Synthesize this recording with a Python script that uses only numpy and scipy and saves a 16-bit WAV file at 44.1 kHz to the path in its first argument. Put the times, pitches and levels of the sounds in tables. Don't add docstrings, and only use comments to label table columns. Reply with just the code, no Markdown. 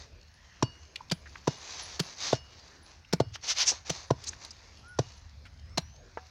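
import sys
import numpy as np
from scipy import signal
from scipy.fft import rfft, irfft, next_fast_len
from scipy.io import wavfile
from scipy.ndimage import uniform_filter1d, map_coordinates

SR = 44100
rng = np.random.default_rng(int(sys.argv[2]) if len(sys.argv) > 2 else 0)


def dump_mix(stems):
    frames = np.atleast_2d(stems).T
    limited = np.clip(frames, -1, 1)
    pcm = np.round(limited * 32767).astype(np.int16)
    wavfile.write(sys.argv[1], SR, pcm)


N = 277830

# frequency in Hz, density in dB.
LEAF_SPECTRUM = [(800, -31), (1500, -9), (2400, -2.5), (3030, -4), (4350, 4), (5200, 2.5), (6300, 4),
                 (6900, -4), (8100, -22), (11000, -36), (15500, -40)]
LEAVES_REF_DB = -49.5


def amp(db):
    return 10 ** (np.asarray(db) / 20)


def unit(x):
    return x / np.sqrt(np.mean(x ** 2) + 1e-20)


def along(points, hz):
    knots_hz, values = np.transpose(points)
    return np.interp(np.log(hz + 1), np.log(knots_hz + 1), values)


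def wobble(rate_hz):
    knots = rng.standard_normal(int(N * rate_hz / SR) + 4)
    return map_coordinates(knots, [np.arange(N) * rate_hz / SR])


def filtered(x, response):
    size = next_fast_len(len(x) + 4096)
    return irfft(rfft(x, size) * response(np.fft.rfftfreq(size, 1 / SR)), size)[:len(x)]


def grit(spectrum, spiky_db, size=N):
    noise = rng.standard_normal(size)
    spread = np.repeat(rng.standard_normal(size // 16 + 1), 16)[:size]
    clicks = noise * amp(spiky_db * np.clip(spread, -2.5, 2.5))
    return unit(filtered(clicks, lambda hz: amp(along(spectrum, hz))))


def band(centre_hz, octaves, size=N):
    noise = rng.standard_normal(size)
    return unit(filtered(noise, lambda hz: 1 / (1 + (np.log2((hz + 1) / centre_hz) / octaves) ** 2) ** 2.66))


def patchy(x, depth_db):
    spectra = signal.stft(x, nperseg=1024)[2]
    patches = rng.standard_normal(spectra.shape)
    for _ in range(2):
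        patches = uniform_filter1d(uniform_filter1d(patches, size=7, axis=0), size=9, axis=1)
    return unit(signal.istft(spectra * amp(depth_db * unit(patches)), nperseg=1024)[1][:N])


def ring(modes, t):
    tones = sum(amp(db + rng.standard_normal() - 60 * t / t60_s) * np.sin(2 * np.pi * hz * t)
                for hz, db, t60_s in modes)
    return tones * (1 - np.exp(-t / 0.0006))


def add(track, start_s, sound):
    start = round(start_s * SR)
    track[start:start + len(sound)] += sound[:N - start]


def air():
    # frequency in Hz, density in dB.
    hush_spectrum = [(120, 8.5), (250, 4), (700, 2), (1100, -7), (1500, 3.5), (2300, -0.5), (3300, -5),
                     (5500, -2), (6600, -52), (8000, -23.5), (15500, -28.5)]
    return amp(-62) * patchy(grit(hush_spectrum, spiky_db=2), depth_db=4.5)


def drone():
    # time in seconds, relative level in dB.
    contour = [(0, -47.5), (0.4, -55.5), (0.9, -58.5), (1.3, -54.5), (1.7, -56.5), (2.1, -51.5), (2.9, -57),
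               (3.45, -53), (4.1, -52.1), (4.6, -56), (5.4, -49), (5.9, -50), (6.3, -55.5)]
    # frequency in Hz, density in dB.
    rumble_spectrum = [(15, -29.5), (28, -21), (42, -0.5), (58, -8), (73, 5.5), (90, -5), (115, -11),
                       (160, -19), (260, -26.5), (500, -86)]
    contour_db = np.interp(np.arange(N) / SR, *np.transpose(contour))
    waver_db = 1.9 * wobble(3.7)
    return amp(contour_db + waver_db - 1.5) * grit(rumble_spectrum, spiky_db=-1)


def birds():
    # start and length in seconds, start and end pitch in Hz, upward bow in Hz, level in dB.
    whistles = [(0.65, 0.33, 5200, 6600, 201.5, -65), (4.821, .18, 1274, 1330, 159, -49),
                (5.599, .5, 4840, 6950, -93.5, -60)]
    out, t = np.zeros(N), np.arange(N) / SR
    for start_s, length_s, start_hz, end_hz, bow_hz, db in whistles:
        progress = np.clip((t - start_s) / length_s, 0, 1)
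        arch = np.sin(np.pi * progress)
        glide_hz = start_hz + (end_hz - start_hz) * progress + bow_hz * arch
        waver_db = 1.5 * wobble(40)
        pitch_hz = glide_hz * (1 + 0.0065 * wobble(200))
        out += arch * amp(db + waver_db) * np.sin(2 * np.pi * np.cumsum(pitch_hz) / SR)
    return out


def tings():
    # start in seconds, level in dB.
    clear = [(1.118, -61), (1.571, -69), (1.822, -54), (2.009, -60), (2.826, -63), (4.881, -64)]
    faint = [(start_s, -76.5) for start_s in rng.random(10) * N / SR]
    out, t = np.zeros(N), np.arange(SR // 3) / SR
    for start_s, db in clear + faint:
        envelope = amp(db - 60 * t / 0.22) * (1 - np.exp(-t / 0.00086))
        add(out, start_s, envelope * band(9980, octaves=0.036, size=len(t)))
    return out


def ground_scatter(x):
    # frequency in Hz, T60 in seconds.
    decay = [(100, 0.31), (500, 0.11), (2000, 0.33), (6000, 0.061), (12000, 0.32)]
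    hz, t, spectra = signal.stft(rng.standard_normal(SR // 2), SR, nperseg=256)
    tail = signal.istft(spectra * amp(-60 * t / along(decay, hz)[:, None]), SR, nperseg=256)[1]
    delayed = np.pad(x, (round(0.0073 * SR), 0))
    return signal.fftconvolve(delayed, tail / np.linalg.norm(tail))[:N]


def sliding_db():
    # peak time, rise and fall in seconds, level in dB.
    pulls = [(0.005, 0.017, 0.056, -54), (0.5, 0.14, 0.77, -66), (1.35, 0.15, 0.15, -60.5),
             (1.52, 0.056, 0.054, -47), (1.79, 0.17, 0.079, -41.5), (1.929, 0.063, 0.048, -43.5),
             (2.07, 0.062, 0.08, -45.5), (2.26, 0.059, 0.073, -33.5), (2.345, .03, 0.022, -40),
             (2.68, 0.29, 0.14, -59), (2.89, 0.032, .085, -58), (3.445, 0.017, 0.067, -41.5),
             (3.7, 0.16, 0.081, -42.5), (3.875, 0.019, 0.16, -44), (4.24, 0.06, 0.15, -52.5),
             (4.43, .03, 0.059, -49.5), (4.58, 0.3, 0.32, -60.5), (5.03, 0.047, 0.18, -56.5),
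             (6.28, 0.2, .1, -63.5)]
    stir_db = -70
    t = np.arange(N) / SR
    swells = [amp(db) * np.exp(-((t - peak_s) / np.where(t < peak_s, rise_s, fall_s)) ** 2)
              for peak_s, rise_s, fall_s, db in pulls]
    return 10 * np.log10(amp(stir_db) ** 2 + np.sum(np.square(swells), axis=0))


def crackle(leaves_db):
    when, strength = rng.random((170, 2)).T
    ticks = np.bincount((when * N).astype(int), weights=amp(14 * strength ** 2), minlength=N)
    t = np.arange(SR // 200) / SR
    fracture = grit(LEAF_SPECTRUM, spiky_db=1, size=len(t)) * np.exp(-t / 0.0034)
    level_db = -64.5 + 0.47 * (leaves_db - LEAVES_REF_DB)
    return amp(level_db) * unit(signal.fftconvolve(ticks, fracture)[:N])


def rustle(leaves_db):
    # frequency in Hz, density in dB.
    heap_spectrum = [(100, -12), (170, -10.5), (275, -6.5), (536, -1.5), (632, 0), (1080, 2.5),
                     (1490, -4.5), (1630, -0.5), (2800, -6.5), (3640, -50), (6160, -120)]
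    heap_db = -55.5 + 0.73 * (leaves_db - LEAVES_REF_DB)
    catching_db = 0.9 * wobble(45)
    leaves = amp(leaves_db + catching_db) * patchy(grit(LEAF_SPECTRUM, spiky_db=3.5), depth_db=1.6)
    heap = amp(heap_db + catching_db) * patchy(grit(heap_spectrum, spiky_db=3), depth_db=0.2)
    return leaves + heap


def thuds():
    # start in seconds, level in dB, pitch in Hz.
    settlings = [(3.26, -37.5, 106), (3.312, -40, 100.6), (5.06, -44, 84.5), (5.625, -44, 75)]
    rise_s = 0.015
    out, t = np.zeros(N), np.arange(SR // 4) / SR
    swell = (t / rise_s * np.exp(1 - t / rise_s)) ** 2
    for start_s, db, hz in settlings:
        add(out, start_s, amp(db) * swell * np.sin(2 * np.pi * hz * t))
    return out


def landing():
    drop = (6.1727, -33.5)
    # frequency in Hz, relative level in dB, T60 in seconds.
    cane_modes = [(484, -2, 0.051), (660, 14, 0.01), (880, 3.5, 0.034), (1170, -13, 0.052),
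                  (1410, -2, 0.026), (2030, -27, 0.028), (750, -16, 0.31)]
    start_s, db = drop
    out, t = np.zeros(N), np.arange(SR // 4) / SR
    clatter = 0.6 * amp(-60 * t / 0.062) * band(1350, octaves=1, size=len(t))
    add(out, start_s, amp(db) * (ring(cane_modes, t) + clatter))
    return out


def snaps():
    # start in seconds, level in dB, centre in Hz, width in octaves, length in seconds.
    cracks = [(0.9579, -34.5, 3040, 1, 0.007), (1.0054, -37.5, 985, 0.26, 0.007),
              (1.0983, -41.5, 3230, 0.95, 0.0073), (1.257, -49, 1700, 0.75, 0.022),
              (1.3553, -42, 1590, .9, 0.0061), (3.048, -56.5, 2780, 0.44, 0.0054),
              (3.355, -39, 1340, 1.67, 0.0063), (3.718, -39.5, 527, 1.64, 0.015),
              (4.239, -41.5, 4960, 0.8, 0.008), (4.33, -47.5, 1700, 1.4, 0.0082),
              (4.448, -43, 4440, 1, 0.0064), (4.507, -45, 5330, 0.52, 0.011),
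              (5.453, -54.5, 1870, 1.5, 0.026)]
    out, t = np.zeros(N), np.arange(SR // 4) / SR
    attack = 1 - np.exp(-t / 0.0003)
    tail = 0.23 * amp(-60 * t / 0.096)
    for start_s, db, centre_hz, octaves, length_s in cracks:
        burst = attack * (np.exp(-(t / length_s) ** 4) + tail)
        add(out, start_s, amp(db) * burst * band(centre_hz, octaves, size=len(t)))
    return out


def scrapes():
    # peak time, rise and fall in seconds, level in dB, squeal in Hz, squeal in dB re friction.
    passes = [(3.356, 0.017, 0.0099, -42, 5350, -26), (3.509, 0.03, 0.02, -27.5, 5700, -5),
              (3.616, 0.042, 0.025, -25.5, 4900, -6.5), (3.687, 0.021, 0.027, -29, 5830, 6.5),
              (4.278, 0.01, 0.0091, -42.5, 4370, 4.5), (4.293, 0.019, 0.0044, -54, 6240, 20.5)]
    # frequency in Hz, density in dB.
    friction_spectrum = [(120, -87), (200, -52), (321, -21), (430, -24), (564, -10.5), (607, -19),
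                         (665, -13.5), (1560, -11), (1950, -7.5), (3240, -3.5), (5110, -1.5), (6240, 0.5),
                         (8050, -27), (15500, -44)]
    out, t = np.zeros(N), np.arange(SR // 2) / SR
    middle_s = t.mean()
    for peak_s, rise_s, fall_s, db, squeal_hz, squeal_db in passes:
        pressure = np.exp(-np.abs((t - middle_s) / np.where(t < middle_s, rise_s, fall_s)) ** 2.32)
        friction = grit(friction_spectrum, spiky_db=2, size=len(t))
        squeal = amp(squeal_db) * band(squeal_hz, octaves=0.36, size=len(t))
        add(out, peak_s - middle_s, amp(db) * pressure * (friction + squeal))
    return out


def steel(place, t):
    # frequency in Hz, relative level in dB, T60 in seconds, most responsive place from 0 to 1.
    blade_modes = [(2868, -4, 0.58, 0.24), (4530, 0.5, 0.34, .05), (5250, -3.5, 0.33, 0.55),
                   (6150, -1, 0.13, 1), (6760, -26, 0.16, 0.85)]
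    return ring([(hz, db - 24 * abs(place - best), t60_s) for hz, db, t60_s, best in blade_modes], t)


def thump(hz, t):
    cycles = hz * t
    return -np.sin(2 * np.pi * cycles) * (1 - np.exp(-(cycles / 1.1) ** 2)) * amp(-6.6 * cycles ** 1.3)


def knock(hz, t):
    # frequency in Hz, relative level in dB, T60 in seconds.
    block_modes = [(298, -19, 0.042), (649, -5, 0.021), (850, -10.5, 0.022), (1435, -23, 0.036)]
    cycles = hz * t
    push = np.sin(2 * np.pi * cycles) * np.exp(-((cycles - 0.68) / 0.65) ** 2)
    return push + ring(block_modes, t)


def stalk(cut_s, t):
    # frequency in Hz, relative level in dB, T60 in seconds.
    stalk_modes = [(993, 4.5, 0.023), (1680, -6, 0.0079)]
    return amp(-60 * np.maximum(t - cut_s, 0) / 0.07) * ring(stalk_modes, t)


def crunch(cut_s, crack_hz, splinter_db, t):
    # frequency in Hz, density in dB.
    fibre_spectrum = [(90, -59), (280, 12.5), (700, -3.5), (1500, 0), (2800, 0.5), (4300, 3.5), (6000, 0.5),
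                      (7200, -4), (8500, -17.5), (11000, -28), (16000, -55)]
    splinter_spectrum = [(1500, -21), (4500, -1), (7000, -5), (9000, 7.5), (11000, -1.5), (15500, -3)]
    bite = 1 - np.exp(-t / 0.00091)
    steady = 0.29 * amp(-60 * np.maximum(t - cut_s, 0) / 0.04)
    burst = 0.42 * np.exp(-np.abs(t - cut_s) / 0.0015)
    tearing = bite * (steady + burst)
    fibres = grit(fibre_spectrum, spiky_db=-2, size=len(t))
    rind = 0.64 * band(crack_hz, octaves=0.1, size=len(t))
    splinters = amp(splinter_db) * grit(splinter_spectrum, spiky_db=2, size=len(t))
    return tearing * (fibres + rind) + tearing ** 2 * splinters


def chops():
    # start and cutting time in seconds, crunch in dB, rind crack in Hz, stalk in dB,
    # knock in dB, knock in Hz, thump in dB, steel in dB, place on the blade from 0 to 1.
    strokes = [ (0.6246, 0.0042, -21.5, 5570, -16.5, -15, 322, -9, -41.5, 0.2),
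               (1.1125, 0.008, -19.5, 4660, -37, -23, 373, -10.5, -68, .5),
               (1.4726, 0.0058, -24.5, 5900, -25, -11, 431, -10.5, -41, 0.58),
               (1.9937, 0.0078, -18.5, 4540, -31, -26, 503, -11, -76, 0.8),
               (2.3268, 0.0043, -26, 3600, -25, -9, 517, -12, -39.5, 0.47),
               (3.1267, 0.0084, -19.5, 5520, -46, -12.5, 437, -8, -69, 0.6),
               (3.2001, 0.0042, -24.5, 4160, -24, -8.5, 486, -9.5, -49, 0.4),
               (3.8954, 0.0073, -19.5, 6000, -40, -21.5, 510, -17.5, -73, .8),
               (4.1043, 0.0047, -29.5, 5820, -20.5, -9.5, 476, -7.5, -55, 0.6),
               (4.9876, 0.0043, -24, 5860, -22, -12, 470, -8, -55, .3),
               (5.774, 0.00766, -17, 4150, -31.5, -20, 630, -16.5, -67, 0.3)]
    clean_cut_s = 0.0048
    out, t = np.zeros(N), np.arange(SR // 2) / SR
    for (start_s, cut_s, crunch_db, crack_hz, stalk_db,
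         knock_db, knock_hz, thump_db, steel_db, place) in strokes:
        extra_s = cut_s - clean_cut_s
        splinter_db = -24.5 + 4500 * extra_s
        thump_hz = 129.3 + 10600 * extra_s
        impact_s = start_s + cut_s
        add(out, start_s, amp(crunch_db) * crunch(cut_s, crack_hz, splinter_db, t))
        add(out, start_s, amp(stalk_db) * stalk(cut_s, t))
        add(out, impact_s, amp(knock_db) * knock(knock_hz, t))
        add(out, impact_s, amp(thump_db) * thump(thump_hz, t))
        add(out, impact_s, amp(steel_db) * steel(place, t))
    return out


def scene():
    work = chops() + snaps() + scrapes() + landing() + thuds()
    scatter = amp(-20.5) * ground_scatter(work)
    leaves_db = sliding_db()
    leaves = rustle(leaves_db) + crackle(leaves_db)
    return (work + scatter + leaves + tings() + air() + drone() + birds())[None]


def record(dry):
    low_cut_hz, top_hz = 48, 15800
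    thin = signal.sosfilt(signal.butter(2, low_cut_hz, "high", fs=SR, output="sos"), dry)
    return np.array([filtered(channel, lambda hz: hz < top_hz) for channel in thin])


dry = scene()
out = record(dry)
dump_mix(out)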